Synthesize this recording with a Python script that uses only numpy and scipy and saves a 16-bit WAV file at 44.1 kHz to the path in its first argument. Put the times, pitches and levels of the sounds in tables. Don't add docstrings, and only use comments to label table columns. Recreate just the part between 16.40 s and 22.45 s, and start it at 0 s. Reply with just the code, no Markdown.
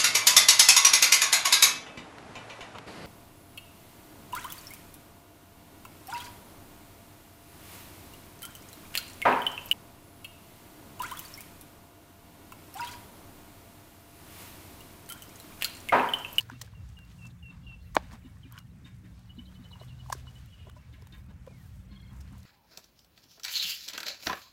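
import sys
import numpy as np
from scipy import signal
from scipy.fft import rfft, irfft, next_fast_len
from scipy.io import wavfile
from scipy.ndimage import uniform_filter1d

SR = 44100
rng = np.random.default_rng(int(sys.argv[2]) if len(sys.argv) > 2 else 0)


def gain_from_db(level_db):
    decades = np.asarray(level_db, float) / 20
    return 10 ** decades


def int16_out(signal):
    q = np.round(np.clip(np.atleast_2d(signal).T, -1, 1) * 32767)
    wavfile.write(sys.argv[1], SR, q.astype(np.int16))


N = 266937
T = np.arange(N) / SR


def band(x, lo_hz, hi_hz, order=2):
    return signal.sosfilt(signal.butter(order, [lo_hz, min(hi_hz, .45 * SR)], "band", fs=SR, output="sos"), x)


def unit(x):
    return x / np.sqrt(np.mean(x ** 2))


def add(out, start_s, x):
    i = int(start_s * SR)
    x = x[max(-i, 0):N - i]
    out[max(i, 0):max(i, 0) + len(x)] += x


def walk(rate_hz):
    hold = int(SR / rate_hz)
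    steps = np.repeat(rng.standard_normal(N // hold + 1), hold)
    return 1.331 * uniform_filter1d(uniform_filter1d(steps, hold), hold)[:N]


def ring(modes, rise_s, peak_db):
    t = T[:SR // 8]
    x = sum(gain_from_db(db - 60 * t / t60_s) * np.sin(2 * np.pi * hz * t) for hz, db, t60_s in modes)
    x = x * (1 - np.exp(-t / rise_s))
    return x * gain_from_db(peak_db) / np.abs(x).max()


def grit(size, scatter_db):
    strength = np.minimum(rng.exponential(size=size // 16 + 1), 4.5)
    strength = np.repeat(strength, 16)[:size]
    return unit(rng.standard_normal(size) * gain_from_db(scatter_db * strength))


def scatter(x, t60_s, wet_db):
    t = T[:SR // 3]
    tail = band(rng.standard_normal(len(t)), 220, 9300, order=1) * gain_from_db(-60 * t / t60_s)
    return x + gain_from_db(wet_db) * signal.fftconvolve(x, tail / np.sqrt(np.sum(tail ** 2)))[:N]


def hush():
    # frequency in Hz, level in dB per Hz.
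    spectrum = [(25, -11.5), (60, 2.5), (124, -0.5), (192, -10.5), (399, -29.5), (1730, -31.5), (4990, -40),
                (15200, -46.5)]
    # time in s, gust at the phone in dB, stirring of the leaves in dB.
    moving_air = [(0, -6, 5), (.4, 1, 0.5), (.75, -2.5, 1.5), (1.05, 0.5, -2), (1.45, 3.5, -0.5),
                  (1.75, 2.5, 1), (2.3, -5, -3), (2.7, 1.5, 0), (3.3, -2, 0.5), (3.9, 2, 2.5),
                  (4.2, -0.5, -1), (4.7, 2, -0.5), (4.97, 1, -2), (5.2, 0, 1), (5.5, 2.5, 0),
                  (6.05, 1, 1.5)]
    size = next_fast_len(N)
    hz = np.fft.rfftfreq(size, 1 / SR) + 1
    knot_hz, knot_db = np.transpose(spectrum)
    air = rfft(rng.standard_normal(size)) * gain_from_db(np.interp(np.log(hz), np.log(knot_hz), knot_db))
    air = air * gain_from_db(-49.5) / np.std(irfft(air, size))
    s, *levels = np.transpose(moving_air)
    gust, stir = (np.interp(T, s, db) for db in levels)
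    lifts_db = [gust, gust, 0, 0, .7 * stir, .8 * stir, .7 * stir, 1.5 * stir, .79 * stir, stir]
    out, octave = 0, np.clip(np.log2(hz / 31.25), 0, 9)
    for k, lift_db in enumerate(lifts_db):
        share = np.clip(1 - np.abs(octave - k), 0, 1)
        out = out + irfft(air * share, size)[:N] * gain_from_db(lift_db + 1.9 * walk(12))
    return out


def engine():
    # time in s, firing rate in Hz, level in dB, lope (odd orders against even) in dB.
    running = [(0, 57.1, -50.5, -24), (.5, 58, -61.5, 1.5), (1, 57.84, -56.5, 0), (1.5, 59, -61, 0.5),
               (2, 60, -54.5, -7.5), (2.5, 60.5, -51.5, -6.5), (3, 60.34, -52.5, -3.5),
               (3.3, 61.62, -58.5, 4), (3.55, 63.2, -49.5, -13), (4, 62.4, -52, -20),
               (4.4, 61.5, -63.5, -3.5), (5.5, 61.62, -56, -4), (6.05, 63.17, -59, -1)]
    # order of the firing rate, level in dB.
    orders = [(1, 1.5), (2, 2), (3, 2.5), (4, -15.5), (5, -19.5)]
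    s, *columns = np.transpose(running)
    hz, level_db, lope_db = (np.interp(T, s, c) for c in columns)
    phase = 2 * np.pi * np.cumsum(hz * (1 + .01 * walk(9))) / SR
    out = np.zeros(N)
    for k, db in orders:
        order_db = db + level_db + k % 2 * lope_db + 2.2 * walk(7)
        out += gain_from_db(order_db) * np.sin(k * phase + k ** 2)
    return out


def chatter(count, db):
    out, t = np.zeros(N), T[:SR // 20] - .025
    for when, pitch, length, size in rng.random((count, 4)):
        tone = np.sin(2 * np.pi * 450 * 2 ** (4.4 * pitch) * t)
        swell = np.exp(-(t / (.00312 + .0059 * length)) ** 2)
        add(out, when * N / SR - .025, gain_from_db(db + 10 * size - 11 * pitch) * swell * tone)
    return out


def scuffs():
    # middle in s, rms level in dB, centre in Hz, length in s. Grass brushed, bark scraped, hollow
    grass = [(0.019, -70, 3000, .081), (0.233, -61.5, 2410, 0.092), (1.731, -59, 2416, 0.027),
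             (2.186, -61, 5000, 0.034), (3.144, -68.5, 3940, 0.054), (3.44, -63.5, 4000, .045),
             (3.689, -72, 4960, .12), (3.745, -60, 2500, .14), (4.772, -68.5, 9000, .08),
             (5.259, -66, 10000, .092), (5.768, -68, 8000, 0.063), (5.988, -66, 6000, 0.038)]
    scraped_bark = [(.114, -61, 1920, .055), (.519, -69, 3000, 0.099), (.709, -63.5, 2500, 0.074),
                    (.852, -65, 1200, 0.13), (1.62, -62, 1900, 0.18), (1.734, -53.5, 910, 0.068),
                    (2.47, -62.5, 2100, 0.044), (3.121, -62, 1260, 0.051), (3.971, -68.5, 5960, .13),
                    (3.8, -63, 2500, .08), (3.89, -66, 4000, .05), (3.25, -67, 1500, .1),
                    (5.88, -68, 2000, .1), (4.368, -68.5, 6000, .022), (4.909, -63, 600, 0.039)]
    hollow_slab = [(.872, -61, 6500, 0.015), (.23, -61.5, 524, 0.056), (1.56, -46, 1050, .012),
                   (2.66, -62.5, 1800, .03), (1.14, -64.5, 1020, 0.11), (1.32, -65, 1110, 0.036),
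                   (2.16, -58.5, 1280, 0.11), (3.371, -62, 980, 0.11), (3.419, -58.5, 440, 0.029),
                   (4.281, -58.5, 376, 0.041), (5.744, -63, 1000, 0.074), (5.948, -63, 1010, 0.064)]
    blurred_calls = [
        (.909, -64.5, 3650, .02),
        (1.32, -65, 2870, 0.13),
        (1.43, -71, 4150, 0.045),
        (3.49, -63, 3430, 0.026),
        (4.2, -65.5, 2900, 0.5),
        (4.54, -66.5, 3570, .023),
    ]
    widths_oct = (2.9, 1.1, 0.47, .14)
    out, t = np.zeros(N), T[:SR // 4] - .125
    for rows, octaves in zip((grass, scraped_bark, hollow_slab, blurred_calls), widths_oct):
        half = 2 ** (octaves / 2)
        for s, db, hz, length_s in rows:
            rub = unit(band(grit(len(t), 4.2), hz / half, hz * half, order=1))
            stroke = np.exp(-(2 * t / length_s) ** 2) * np.hanning(len(t)) ** .27
            add(out, s + t[0], gain_from_db(db) * rub * stroke)
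    return out


def snaps(rows, top_db):
    out, t = np.zeros(N), T[:SR // 8]
    for s, db, hz, t60_s in rows:
        t60_s = max(t60_s, .003)
        snap = grit(len(t), 3.4)
        body = unit(band(snap, hz / 1.08, hz * 1.07, order=1)) + 1.1 * unit(band(snap, 1700, 10500, order=1))
        top = gain_from_db(top_db) * unit(band(snap, 9000, 17000))
        shape = (1 - np.exp(-(t / (.16 * t60_s)) ** 2)) * gain_from_db(-60 * t / t60_s)
        burst = (body + top) * shape
        level = np.sqrt(np.sum(shape ** 2) / np.sum(burst ** 2)) / shape.max()
        add(out, s - .1 * t60_s, gain_from_db(db - 7.5) * burst * level)
    return out


def cracks():
    # time in s, peak in dB, centre in Hz, t60 in s.
    fibres = [(.0065, -35, 4470, 0.026), (.0112, -49, 4040, .011), (.099, -48, 5800, .009),
              (.2165, -37, 4400, 0.019), (.2154, -30, 6100, .024), (.4883, -54, 6200, .018),
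              (.6494, -56, 4300, .018), (.853, -50, 3120, .021), (1.5662, -32.5, 3800, 0.011),
              (2.1866, -39.5, 2885, 0.016), (2.792, -55, 4330, .018), (3.7005, -43, 3020, .018),
              (3.7225, -44, 5150, .03), (3.7245, -30, 5500, .012), (3.7263, -27, 5900, .014),
              (3.7334, -37.5, 5090, .018), (4.6708, -47, 3100, .013), (5.0654, -50.5, 3300, .011),
              (5.806, -50, 5500, 0.055), (6.0292, -49.5, 4100, 0.016)]
    return snaps(fibres, top_db=-16.5)


def strike(contacts):
    out = np.zeros(N)
    for s, db, hz, t60_s, upper_hz, upper_db in contacts:
        t60_s = max(t60_s, .003)
        modes = [(hz, 0, t60_s), (hz * .67, -15, t60_s * .8), (upper_hz, upper_db, t60_s * 1.1),
                 (upper_hz * 1.45, upper_db - 9.5, t60_s * .6), (upper_hz * 2.2, upper_db - 17, t60_s)]
        add(out, s - .0006, ring(modes, 1.6 / hz, db))
    return out


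def knocks():
    # time in s, peak in dB, main mode in Hz, t60 in s, stick mode in dB.
    hits = [(.007, -44, 1740, 0.045, 4), (0.0995, -32, 1440, 0.0093, -5.5), (3.413, -41.5, 644, 0.02, -6),
            (3.632, -57, 740, 0.026, -8), (3.687, -49, 880, .03, -21), (3.7024, -31, 830, 0.007, -12),
            (1.5533, -29, 1080, .008, -12), (1.735, -47, 1050, .012, -8), (3.7012, -29, 830, .008, -10),
            (3.7062, -50, 790, .01, -10), (4.67, -54, 900, .015, -6), (3.694, -50, 950, .012, -12),
            (3.751, -40.5, 377, 0.012, -20), (4.269, -44.5, 620, 0.024, -5),
            (4.364, -47.5, 602, 0.069, 1.5), (4.622, -47.5, 417, .022, -7), (5.065, -51.5, 548, .04, -3),
            (5.074, -38, 516, 0.028, -18)]
    return strike([(s, db, hz, t60_s, 1000, stick_db) for s, db, hz, t60_s, stick_db in hits])


def splinters():
    # time in s, peak in dB, centre in Hz, t60 in s.
    slivers = [
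        (0.025, -50, 4420, 0.029),
        (.5891, -45, 3100, 0.0095),
        (1.5478, -39, 8800, .008),
        (1.551, -29, 7950, 0.0062),
        (1.5527, -28, 6800, 0.012),
        (2.1235, -41.5, 11800, 0.015),
        (4.0594, -53, 13000, .017),
        (4.297, -46, 3590, 0.011),
        (4.622, -47.5, 5250, 0.0081),
    ]
    return snaps(slivers, top_db=-5.5)


def taps():
    # time in s, peak in dB, main mode in Hz, upper mode in Hz, upper mode in dB.
    touches = [(.09, -50, 1100, 1600, -2), (.108, -49, 1100, 1700, 0), (.116, -44, 1000, 1610, 1),
               (.133, -47, 1250, 1600, -4), (.214, -37.5, 1020, 1900, 3), (.276, -49, 960, 1580, 5),
               (.336, -52, 1010, 1470, -12), (.589, -46.5, 850, 1590, 10), (.854, -52, 1080, 1410, 0),
               (1.548, -37, 1150, 1900, -4), (1.556, -42, 1080, 1880, -9), (1.969, -54, 1106, 1830, 2),
               (2.126, -50, 1070, 1460, -10), (2.157, -48, 1110, 1420, -2), (2.134, -50, 1000, 1550, 0),
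               (2.151, -52, 1150, 1600, -3), (2.166, -50, 1100, 1400, -3), (2.178, -39.5, 1170, 1490, 6),
               (2.1785, -39.5, 2950, 2400, -8), (2.188, -49, 1150, 3220, -2), (3.314, -49, 970, 1540, -15),
               (3.357, -48, 1030, 1540, -7), (3.434, -46.5, 1150, 2050, -2),
               (3.661, -47.5, 1080, 1420, -21), (3.7195, -45, 1500, 2000, -6),
               (3.7225, -41, 1700, 2200, -8), (3.7253, -27.5, 1080, 1606, -1),
               (3.727, -22, 1016, 1580, -11.5), (3.7485, -47, 1500, 2000, -9), (3.869, -47, 1050, 1390, -1),
               (4.296, -48, 1165, 1435, 0)]
    return strike([(s, db, hz, .015, *upper) for s, db, hz, *upper in touches])


def ticks(count, db):
    # time in s, peak in dB, centre in Hz, t60 in s.
    small = [(.0985, -50, 6000, .012), (.2165, -40, 8700, .015), (.316, -60, 3800, .04),
             (.7213, -58, 6000, .015), (1.56, -50, 7500, .03), (1.572, -44, 3400, .04),
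             (1.578, -47, 4800, .04), (1.727, -53, 4590, .02), (3.42, -53, 400, .04),
             (3.606, -58, 2950, .02), (3.699, -42, 8140, .015), (3.7255, -31, 8700, .015),
             (3.7212, -41, 5200, .03), (3.7262, -29, 5900, .022), (4.538, -60, 2000, .09),
             (2.858, -59, 4000, .012), (3.98, -60, 2990, .07), (3.734, -48, 9400, .03),
             (3.736, -47, 5700, .05), (4.372, -62, 5000, .05), (4.415, -65, 1800, .12),
             (4.528, -62, 3650, .04), (4.7225, -52, 3680, .04), (5.065, -56, 1800, .02),
             (5.077, -48, 1180, .025), (5.105, -55, 490, .05), (5.7324, -53, 9610, .012),
             (5.764, -58, 7000, .03), (5.925, -58, 9200, .03), (5.956, -60, 7000, .012),
             (5.979, -57, 7000, .03), (5.99, -60, 4500, .05), (6.003, -56, 6500, .015)]
    width = 1.12
    out, t = np.zeros(N), T[:SR // 10]
    grass = [(a * N / SR, db + 9 * b, 3500 * 2 ** (1.9 * c), .012) for a, b, c in rng.random((count, 3))]
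    for s, peak_db, hz, t60_s in list(small) + grass:
        t60_s = max(t60_s, .004)
        shape = (1 - np.exp(-t / (.06 * t60_s))) * gain_from_db(-60 * t / t60_s)
        burst = band(rng.standard_normal(len(t)), hz / width, hz * width, order=1) * shape
        add(out, s - .0005, gain_from_db(peak_db) * burst / np.abs(burst).max())
    return out


def hammer():
    # time in s, thud peak in dB, thud in Hz, clang level in dB, clang centre in Hz.
    blows = [(0.122, -42.5, 255, -60, 3660), (1.102, -53.5, 273, -63.5, 2670),
             (1.63, -50.5, 252, -62, 2790), (1.735, -45.5, 222, -66, 1200), (1.851, -43.5, 256, -63.5, 980),
             (2.055, -48, 266, -65, 2420), (2.446, -52, 266, -56.5, 3670), (2.64, -53, 300, -64.5, 1790),
             (2.983, -40, 238, -63, 3060), (3.198, -46, 239, -70, 1070), (4.529, -57, 287, -60, 2090),
             (4.724, -56, 311, -55.5, 3647), (4.888, -48.5, 202, -67, 1510), (5.392, -55, 204, -82, 1830),
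             (5.517, -41, 197, -63, 1075), (5.722, -45, 202, -75, 1110), (5.923, -41.5, 198, -71, 1023)]
    # Hz, level in dB, swell in s, t60 in s.
    metal = [(1060, -0.5, .02, 0.28), (1670, 1, 0.015, 0.24), (1890, -2, 0.014, .2),
             (2228, -1.5, 0.012, 0.37), (2690, -2, .008, 0.27), (2950, -0.5, .005, .2),
             (3660, 2.5, 0.00092, 0.18)]
    out, t = np.zeros(N), T[:SR // 6]

    def swell(rise_s, t60_s):
        return (1 - np.exp(-(t / rise_s) ** 2)) * gain_from_db(-60 * t / t60_s)

    for s, db, hz, clang_db, clang_hz in blows:
        add(out, s - .004, ring([(hz, 0, .09), (hz * 1.243, -8, .07)], .0078, db))
        air = rng.standard_normal(len(t))
        modes = sum(gain_from_db(g) * swell(rise_s, t60_s) * unit(band(air, f * .992, f * 1.008, order=1))
                    for f, g, rise_s, t60_s in metal)
        lead = unit(band(air, clang_hz * .99, clang_hz * 1.01)) + np.sin(2 * np.pi * clang_hz * t)
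        smear = swell(.01, .35) * unit(band(air, 1180, 2700))
        clang = smear + .83 * modes + .72 * lead * swell(10 / clang_hz, .21)
        add(out, s - .002, gain_from_db(clang_db - 5) * clang)
    return out


def blurred_notes(rows):
    out, t = np.zeros(N), T[:SR // 10] - .05
    for s, length_s, hz, db in rows:
        air = rng.standard_normal(len(t))
        note = np.sin(2 * np.pi * hz * t) + .39 * unit(band(air, hz * .97, hz * 1.03))
        add(out, s - .05, gain_from_db(db) * np.exp(-(1.8 * t / length_s) ** 2) * note)
    return out * gain_from_db(1.7 * walk(120))


def pips():
    # middle in s, length in s, pitch in Hz, peak in dB.
    strays = [(.155, .03, 2710, -58.5), (.67, .025, 2790, -68), (.995, .015, 3500, -70),
              (1.24, .02, 3350, -68), (1.245, .025, 2830, -65), (1.248, .012, 3980, -69),
              (1.268, .008, 3350, -65), (1.395, 0.054, 2750, -71), (1.405, .02, 3400, -72),
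              (1.428, .025, 4250, -71), (2.06, .018, 2410, -62), (2.078, .012, 1950, -67),
              (2.135, .012, 3160, -60), (3.012, .016, 3050, -64), (3.032, .01, 2980, -69),
              (2.922, 0.012, 2976, -65), (3.36, 0.018, 2810, -65), (3.4, .025, 2900, -67),
              (3.496, .012, 2950, -60), (3.528, 0.014, 2800, -59), (3.486, .015, 3770, -64),
              (4.345, .03, 3050, -72), (4.083, .015, 2830, -69), (4.115, .04, 3300, -69),
              (4.2, .035, 3310, -68), (4.225, .035, 2480, -68), (4.195, .025, 2150, -72),
              (4.28, .04, 3350, -69), (4.31, .02, 2940, -69), (4.44, 0.04, 2280, -72)]
    return blurred_notes(strays)


def sing(curves, rough_db, wobble):
    out, waver, drift = np.zeros(N), gain_from_db(rough_db * walk(90)), 1 + wobble * walk(150)
    for s, hz, db in map(np.transpose, curves):
        t = np.arange(s[0], s[-1], 1 / SR)
        tone = np.sin(2 * np.pi * np.cumsum(np.interp(t, s, hz) * np.interp(t, T, drift)) / SR)
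        level = np.sqrt(2) * gain_from_db(np.interp(t, s, db))
        add(out, s[0], level * signal.windows.tukey(len(t), .08) * tone)
    return out * waver


def whistles():
    # start in s, pitch in Hz, start, held and end levels in dB.
    notes_sung = [
        (.347, 2712, -61.5, -67, -80),
        (.567, 2750, -52, -60, -66),
        (.784, 2693, -62.5, -54, -55),
        (1.025, 2715, -55, -51, -51),
        (1.265, 2705, -50, -52, -53),
    ]
    length_s, catch_s, edge_s, sag_hz_per_s = .0917, .027, .0083, 600
    curves = []
    for s, hz, start_db, held_db, end_db in notes_sung:
        bend = .75 + .05 * (start_db - held_db)
        end_hz = hz - bend * sag_hz_per_s * length_s / 2
        curves.append([(s, hz * 1.07, start_db - 3),
                       (s + edge_s, hz * 1.028, start_db),
                       (s + catch_s, hz * 1.017 ** bend, (start_db + held_db) / 2 - 6.5),
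                       (s + catch_s + edge_s, hz * 1.01 ** bend, held_db),
                       (s + length_s - edge_s, end_hz, end_db),
                       (s + length_s, end_hz * .985, end_db - 22)])
    return sing(curves, 1, .003)


def chips():
    # time in s, peak in dB, pitch in Hz, breathy note in dB, glide in Hz per s.
    calls = [(1.4694, -65, 2720, -74, 0), (1.8487, -62.5, 2900, -79, -2000), (2.2, -60.5, 2850, -85, 0),
             (2.898, -51, 2944, -73, 1499), (2.988, -44.5, 2980, -66.5, 3000),
             (3.073, -54.5, 3100, -62, 8001), (3.158, -58, 3000, -63, 2500), (3.252, -52, 3010, -63, 3002),
             (3.328, -46.5, 2930, -61.5, -5000), (3.416, -54, 2950, -59, 2500),
             (3.508, -55, 2800, -68, 3000), (3.601, -52, 2940, -69.5, -3000),
             (3.8767, -51, 2950, -74, 1000), (3.9624, -50.5, 2980, -70, 1000),
             (4.13, -58, 2954, -83, -3000), (4.197, -55, 2910, -80, -2000), (4.23, -63, 2900, -79, -2000),
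             (4.262, -64, 2880, -80, -1000)]
    out, t = np.zeros(N), T[:SR // 10] - .05
    for s, db, hz, upper_db, glide in calls:
        length_s = .023 - .001 * max(db + 52.5, -12)
        air = rng.standard_normal(len(t))
        note = np.sin(2 * np.pi * t * (hz + glide * t / 2)) + .19 * unit(band(air, hz * .96, hz * 1.04))
        add(out, s - .043, gain_from_db(db - 1.5) * np.exp(-(2 * t / length_s) ** 2) * note)
        add(out, s - .06, gain_from_db(upper_db) * np.exp(-(t / .011) ** 2) * unit(band(air, 3800, 4200)))
        lower_breath = unit(band(air[::-1], 3300, 3650))
        add(out, s - .054, gain_from_db(upper_db - 6.5) * np.exp(-(t / .009) ** 2) * lower_breath)
    return out * gain_from_db(1.7 * walk(120))


def drop():
    # time in s, peak in dB, pitch factor, tilt in dB per octave.
    bounces = [
        (1.5665, -7, 1.3, 0),
        (1.5674, -1.2, .86, 0),
        (1.5709, -21, .8, -7),
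        (1.5737, -18, .92, -11),
        (1.5772, -32, .98, -5),
    ]
    # slab mode in Hz, level in dB, t60 in s.
    slab = [(437, -20, .018), (691, -10.5, .0176), (865, -.5, .0057), (1162, -4, .0078), (1856, -.5, .0062),
            (2628, -8, .0075), (4860, -24, .0034)]
    out = np.zeros(N)
    for s, db, pitch, tilt_db in bounces:
        modes = [(hz * pitch, g + tilt_db * np.log2(hz / 700), t60_s) for hz, g, t60_s in slab]
        add(out, s, ring(modes, .00015, db))
    return out


def slides():
    # start in s, length in s, first and last pitch in Hz, peak in dB.
    falls = [
        (1.815, .035, 2780, 1720, -67),
        (2.032, .02, 3200, 2670, -59),
        (4.375, .09, 2750, 2450, -73.5),
        (5.079, 0.2, 2520, 1530, -68),
    ]
    peak_at = .2
    curves = [[(s, from_hz, db - 5),
               (s + peak_at * length_s, from_hz + peak_at * (to_hz - from_hz), db),
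               (s + length_s, to_hz, db - 9)] for s, length_s, from_hz, to_hz, db in falls]
    return sing(curves, 3, .018)


def churr():
    # middle in s, length in s, pitch in Hz, peak in dB.
    beads = [(5.517, 0.029, 4260, -62), (5.557, 0.021, 4280, -65), (5.6, .015, 4170, -69),
             (5.638, .025, 4250, -68), (5.685, .02, 4210, -68), (5.708, .01, 4180, -72),
             (5.515, .05, 3300, -70), (5.535, .015, 3070, -70), (5.57, 0.021, 3290, -58),
             (5.606, .012, 3330, -60), (5.622, .015, 3280, -68), (5.654, .012, 3350, -63),
             (5.668, .01, 3190, -64), (5.705, .03, 3310, -66), (5.51, .022, 2150, -67),
             (5.57, .05, 2130, -74), (5.638, 0.022, 2140, -66), (5.685, .025, 2154, -68),
             (5.725, .015, 2150, -71), (5.522, .022, 1060, -60), (5.553, 0.033, 1060, -64),
             (5.59, .025, 1110, -70), (5.725, .025, 1060, -62)]
    return blurred_notes(beads)


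def birds():
    return scatter(pips() + whistles() + chips() + slides() + churr(), .2, -15)


def scene():
    wood = band(knocks() + taps() + drop(), 320, 16000)
    near = scatter(wood + scuffs() + cracks() + splinters(), .3, -30.5)
    far = hush() + engine() + chatter(count=700, db=-73.5) + hammer() + birds()
    return (near + far + ticks(count=160, db=-70))[None]


def band_limit(x):
    return signal.sosfilt(signal.butter(12, 16670, fs=SR, output="sos"), x)


def record(dry):
    port_hz = 10440
    notch = .34 * band(dry, port_hz * .95, port_hz * 1.05, order=1)
    peak = .25 * band(dry, port_hz * 1.07, port_hz * 1.17, order=1)
    mic = signal.sosfilt(signal.butter(4, 42, "high", fs=SR, output="sos"), dry - notch + peak)
    mic = signal.sosfilt(signal.ellip(8, .3, 45, 15900, fs=SR, output="sos"), mic)
    return band_limit(mic)


dry = scene()
out = record(dry)
int16_out(out)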